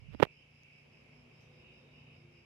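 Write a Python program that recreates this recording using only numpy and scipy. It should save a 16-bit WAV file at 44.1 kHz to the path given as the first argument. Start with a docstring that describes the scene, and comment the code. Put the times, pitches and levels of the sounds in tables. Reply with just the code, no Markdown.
"""Night crickets by a house wall

A chorus of crickets trills with rasping wing strokes, and a higher one chirps five times a second.
A far engine throbs under a slowly rising wash of traffic. At the start a finger shifts on the camera
and scuffs over the right microphone port with a loud knock, which briefly pushes the limiter down."""
import sys
import numpy as np
from scipy import signal
from scipy.fft import rfft, irfft, next_fast_len
from scipy.io import wavfile
from scipy.ndimage import uniform_filter1d, minimum_filter1d, map_coordinates

SR = 44100
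rng = np.random.default_rng(int(sys.argv[2]) if len(sys.argv) > 2 else 0)


def int16_out(signal):
    """Quantize to a 16-bit WAV file."""
    q = np.round(np.clip(np.atleast_2d(signal).T, -1, 1) * 32767)
    wavfile.write(sys.argv[1], SR, q.astype(np.int16))


N = 108045


def amp(db):
    """Decibels to gain."""
    return 10 ** (np.asarray(db) / 20)


def unit(x):
    """Scale to rms 1."""
    return x / np.sqrt(np.mean(x ** 2) + 1e-20)


def clock():
    """Seconds at each sample."""
    return np.arange(N) / SR


def along(points, hz):
    """Read a (frequency [Hz], value) curve on a log frequency axis."""
    freqs, values = np.transpose(points)
    return np.interp(np.log(hz + 1), np.log(freqs + 1), values)


def level(rows):
    """A fader ride: gain per sample from (time [s], level [dB]) rows."""
    return amp(np.interp(clock(), *np.transpose(rows)))


def wobble(rate):
    """A smooth random curve, rate knots a second."""
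    return map_coordinates(rng.standard_normal(2048), [clock() * rate], mode="wrap")


def swell(centre, length):
    """A rounded rise and fall, timed in seconds."""
    return np.cos(np.pi * np.clip((clock() - centre) / length, -.5, .5))


def pan(db):
    """Left and right gains, db being left minus right."""
    return amp([[db / 2], [-db / 2]])


def filtered(x, response):
    """Shape the spectrum of x by response(hz)."""
    size = next_fast_len(N + SR // 2)
    return irfft(rfft(x, size) * response(np.fft.rfftfreq(size, 1 / SR)), size)[..., :N]


def coloured(x, points, size=8192):
    """Minimum-phase EQ from (frequency [Hz], gain [dB]) points: no ringing ahead of a hit."""
    cepstrum = irfft(np.log(amp(along(points, np.fft.rfftfreq(size, 1 / SR)))))
    fold = np.r_[1, np.full(size // 2 - 1, 2), np.zeros(size // 2)]
    impulse = irfft(np.exp(rfft(cepstrum * fold)))
    return signal.fftconvolve(x, impulse)[:N]


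def noise(spectrum):
    """Mono coloured noise of rms 1."""
    return unit(filtered(rng.standard_normal(N), lambda hz: amp(along(spectrum, hz))))


def diffuse(spectrum):
    """Stereo noise from all around, centred in the bass and wide in the treble; rms 1."""
    # likeness of left and right: (frequency [Hz], correlation)
    likeness = [(130, 1), (290, 0.64), (640, 0.24), (1400, 0.082), (3100, 0.029), (8000, -0.057)]

    def mid_side_gains(hz):
        width = np.arccos(np.clip(along(likeness, hz), -1, 1)) / 2
        return amp(along(spectrum, hz)) * [np.cos(width), np.sin(width)]

    mid, side = filtered(rng.standard_normal((2, N)), mid_side_gains)
    return unit(np.array([mid + side, mid - side]))


def cricket(hz, sag_hz=420, rasp_hz=86):
    """Wing strokes, each a raspy tone falling by sag_hz, scattered by the yard; stereo, rms 1."""
    overtone_db, yard_t60_s, direct_gain = -35.5, 0.12, 0.36
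    t, tail_len = clock(), SR // 4
    strokes_per_s = 55 * np.exp(0.13 * rng.standard_normal())
    stroke = (strokes_per_s * t + rng.random() + 0.054 * wobble(15)) % 1
    pitch = hz + rasp_hz * wobble(400) + sag_hz * (.5 - stroke)
    phase = 2 * np.pi * np.cumsum(pitch) / SR
    song = np.sin(np.pi * stroke) ** 2 * (np.sin(phase) + amp(overtone_db) * np.sin(2 * phase))
    tail = rng.standard_normal((2, tail_len)) * amp(-60 * t[:tail_len] / yard_t60_s)
    lead_in = np.pad(song, (tail_len, 0), "reflect")  # the yard is already ringing at the start
    wet = signal.fftconvolve(lead_in[None], tail, axes=1)[:, tail_len:tail_len + N]
    return unit(unit(wet) + direct_gain * song)


def cricket_pair(hz, detune_hz=130):
    """Two crickets trilling together, either side of one pitch."""
    return unit(cricket(hz - detune_hz) + cricket(hz + detune_hz))


def trilling_crickets():
    """Seven far crickets trill without a break while nearer pairs swell in and out."""
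    # nearer trills: (centre [s], length [s], pitch [Hz], level [dB])
    trills = [(0.086, 0.11, 2752, -67.5), (0.137, 0.088, 2340, -70.5), (0.291, .13, 2540, -61.5),
              (0.404, .15, 2850, -66), (.64, 0.36, 2767, -78), (0.724, 0.32, 2527, -64.5),
              (0.97, .16, 2692, -70), (1.1, .15, 2430, -66.5), (1.327, 0.15, 2480, -71),
              (1.69, .29, 2720, -63), (1.995, .18, 2780, -64), (2.11, 0.16, 2722, -64),
              (2.37, 0.11, 2670, -68)]
    chorus = amp(-71) * unit(sum(cricket(hz) for hz in np.linspace(2273, 2695, num=7)))
    near = sum(amp(db) * swell(at, length) * cricket_pair(hz) for at, length, hz, db in trills)
    return pan(db=-2) * (chorus + near)


def chirping_cricket():
    """A higher cricket, dead centre, groups its wing strokes into five chirps a second."""
    offset_s, period_s, length_s = 0.17, 0.2013, .165
    chirps = sum(swell(offset_s + k * period_s, length_s) for k in range(-1, 13))
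    return amp(-76) * chirps * cricket(hz=5080, sag_hz=440, rasp_hz=90)


def insect_haze():
    """Countless distant insects and air blur into a soft hiss."""
    # colour of the blur: (frequency [Hz], relative density [dB])
    haze_tone = [(900, -17.5), (1900, -9.5), (2200, -1), (2750, 0), (3150, -6), (3450, -14), (3750, -14.5),
                 (4200, -18.5), (4600, -15.5), (4950, -11.5), (5400, -16), (6100, -18), (6400, -24.5),
                 (7600, -23.5), (8300, -31), (9800, -33.5), (10300, -24), (11200, -27.5), (11900, -39.5),
                 (13400, -34), (15500, -46.5)]
    # its nearly flat ride: (time [s], level [dB])
    haze_ride = [(0, -70), (.45, -70), (.8, -69), (1.4, -69), (2.0, -70), (2.45, -70.5)]
    haze = level(haze_ride) * amp(0.29 * wobble(5.6)) * diffuse(haze_tone)
    return pan(db=-2.2) * haze


def far_engine():
    """An engine hums at multiples of its firing rate, and its rumble throbs with each firing."""
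    # engine orders: (multiple of the firing rate, relative level [dB])
    orders = [(2, -10), (3, -9.5), (4, 1), (5, 4.5), (6, -7.5), (7, -11.5), (8, -6)]
    # ride of the hum: (time [s], gain [dB])
    hum_ride = [(0, -78), (.7, -75.5), (1.1, -74), (1.45, -70), (1.8, -73), (2.1, -66.5), (2.45, -73.5)]
    # colour of the rumble: (frequency [Hz], relative density [dB])
    rumble_tone = [(25, -29), (45, -14.5), (60, 3), (150, 6.5), (200, -11), (300, -7), (700, -41)]
    firing_hz, drift, throb_depth = 29.33, .005, 0.88
    phase = 2 * np.pi * np.cumsum(firing_hz * (1 + drift * wobble(5.8))) / SR
    hum = sum(amp(db + 1.3 * wobble(13)) * np.sqrt(2) * np.cos(k * phase + .5 * wobble(6.1))
              for k, db in orders)
    rumble = amp(-76) * (1 + throb_depth * np.cos(phase)) * diffuse(rumble_tone)
    return level(hum_ride) * hum + rumble


def traffic():
    """The wide, dark wash of a far road rises, then eases."""
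    # colour of the road: (frequency [Hz], relative density [dB])
    road_tone = [(25, -37), (40, -8), (60, 0.5), (140, 4.5), (200, 2), (250, 3.5), (290, -4), (360, 0),
                 (510, 0), (600, -4), (1000, -9), (1500, -16), (2500, -15.5), (6000, -51.5)]
    # ride of the wash: (time [s], level before trim [dB])
    road_ride = [(0.3, -71.5), (0.31, -72), (0.8, -72), (0.86, -67.5), (1.2, -66.5), (2.03, -66),
                 (2.45, -69)]
    trim_db = 1.5
    return amp(trim_db) * level(road_ride) * diffuse(road_tone)


def finger():
    """Skin sticks and slips on the right port: sudden pressure drops, thumps, rubbing and rumble."""
    # slips on the port: (time [s], peak before port EQ [dB], rise [ms])
    slips = [(.1398, -42.5, 0.16), (.148, -32.5, 0.21), (0.2004, -13.5, 0.12), (0.2071, -14.5, .16),
             (0.2241, -9, .18), (.2266, 4, .15), (.2288, 10, .17), (0.2347, -5, 0.1), (0.2341, 1.5, .07),
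             (0.2421, -15.5, 0.032), (.251, -17.5, 0.045), (.2535, -20.5, .12), (0.269, -41.5, 0.38)]
    # EQ of the covered port: (frequency [Hz], gain [dB])
    port_eq = [(20, -38), (45, -18.5), (90, -7), (150, -2), (290, 0), (420, 3), (620, 5), (760, 0.5),
               (950, 3), (1400, -1.5), (2700, 3.5), (4000, -3), (6000, -13.5), (9000, -14), (12000, -4),
               (14500, -12.5), (16000, -23)]
    # the finger's weight on the case: (centre [s], length [s], pitch [Hz], level [dB])
    presses = [(.09, 0.014, 100, -34), (0.15, 0.013, 245, -33), (0.206, 0.021, 290, -18.5),
               (.232, 0.017, 114.9, -10.5)]
    # rubbing between the slips: (time [s], level [dB])
    rub_ride = [(0, -97), (.1, -70.5), (.135, -53.5), (.152, -56), (.165, -88), (.192, -58.5), (.204, -33),
                (.212, -38.5), (.222, -31), (.234, -21.5), (.24, -32.5), (.254, -46), (.263, -78),
                (.3, -100)]
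    # colour of rubbing skin: (frequency [Hz], relative density [dB])
    skin_tone = [(30, -50), (100, -5), (330, 1), (600, -3), (1000, -12.5), (2800, -12), (5000, -28.5),
                 (9000, -40), (12000, -36), (15500, -55)]
    # rumble of the gripping hand: (time [s], level [dB])
    grip_ride = [(0, -48.5), (.07, -52.5), (.095, -51), (.115, -43), (.15, -49), (.19, -44), (.23, -40.5),
                 (.255, -58.5), (.3, -86)]
    # colour of that rumble: (frequency [Hz], relative density [dB])
    grip_tone = [(20, -25.5), (50, -8.5), (90, 0), (150, -5.5), (250, -25.5), (600, -49), (2000, -81.5)]
    t, pressure, thumps = clock(), np.zeros(N), np.zeros(N)
    for at, db, rise_ms in slips:
        age = np.maximum(t - at, 0) * 1000 / rise_ms
        pressure -= amp(db) * age * np.exp(1 - age)
    for at, length, hz, db in presses:
        thumps -= amp(db) * swell(at, length) ** 2 * np.cos(2 * np.pi * hz * (t - at))
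    rub = level(rub_ride) * unit(noise(skin_tone) * amp(2 * wobble(500)))
    grip = level(grip_ride) * noise(grip_tone)
    hard_right = amp([[-58], [0]])
    return hard_right * (coloured(pressure, port_eq) + thumps + rub + grip)


def ticks():
    """Two tiny dry ticks and a rustle nearby: bright noise that starts sharply and dies away."""
    # ticks and rustle: (time [s], level [dB], time to fall 60 dB [s])
    hits = [(0.425, -79, 0.026), (.634, -61.5, .011), (1.407, -74, 0.41)]
    # their colour: (frequency [Hz], relative density [dB])
    tick_tone = [(500, -2), (2000, -5.5), (4800, -5), (5600, 8), (6300, 1), (7500, -17), (11000, -20),
                 (14000, -13), (16000, -39)]
    t = clock()
    envelope = sum(amp(db - 60 * np.maximum(t - at, 0) / t60) * (t >= at) for at, db, t60 in hits)
    return pan(db=-5.5) * envelope * diffuse(tick_tone)


def motor_whines():
    """Wavering tones of motors on the far road come and go."""
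    # faint whines: (centre [s], length [s], pitch [Hz], level [dB])
    whines = [(1.21, 0.32, 246, -66.5), (1.557, 0.24, 499.5, -72), (1.645, 0.4, 372, -74.5),
              (2.005, 0.57, 256, -71), (2.04, 0.52, 508.6, -81.5), (2.32, 0.5, 348, -70.5)]
    motors = np.zeros(N)
    for at, length, hz, db in whines:
        tone = np.sqrt(2) * np.sin(2 * np.pi * hz * clock() + 0.77 * wobble(9.4))
        motors += amp(db) * swell(at, length) * tone
    return motors


def thin_cricket():
    """One faint, thin trill swells and fades through the second half."""
    return pan(db=-2) * amp(-79.5) * swell(centre=1.8, length=1.3) * cricket(hz=3720.5, sag_hz=222)


def scene():
    """The stereo mix arriving at the two microphone ports."""
    insects = trilling_crickets() + chirping_cricket() + insect_haze() + thin_cricket()
    street = far_engine() + traffic() + motor_whines()
    return insects + street + finger() + ticks()


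def record(dry):
    """Microphone overload rounds the peaks, then a stereo-linked look-ahead limiter and a high cut."""
    overload, ceiling, high_cut_hz = 2.7, .92, 16000
    hold_s, ramp_s = .055, .016
    saturated = dry / (1 + np.abs(dry / overload) ** 4) ** (1 / 4)
    safe_gain = ceiling / np.maximum(np.abs(saturated).max(axis=0), ceiling)
    held_gain = minimum_filter1d(safe_gain, int(hold_s * SR))
    gain = uniform_filter1d(held_gain, int(ramp_s * SR))
    return filtered(saturated * gain, lambda hz: hz < high_cut_hz)


dry = scene()
out = record(dry)
int16_out(out)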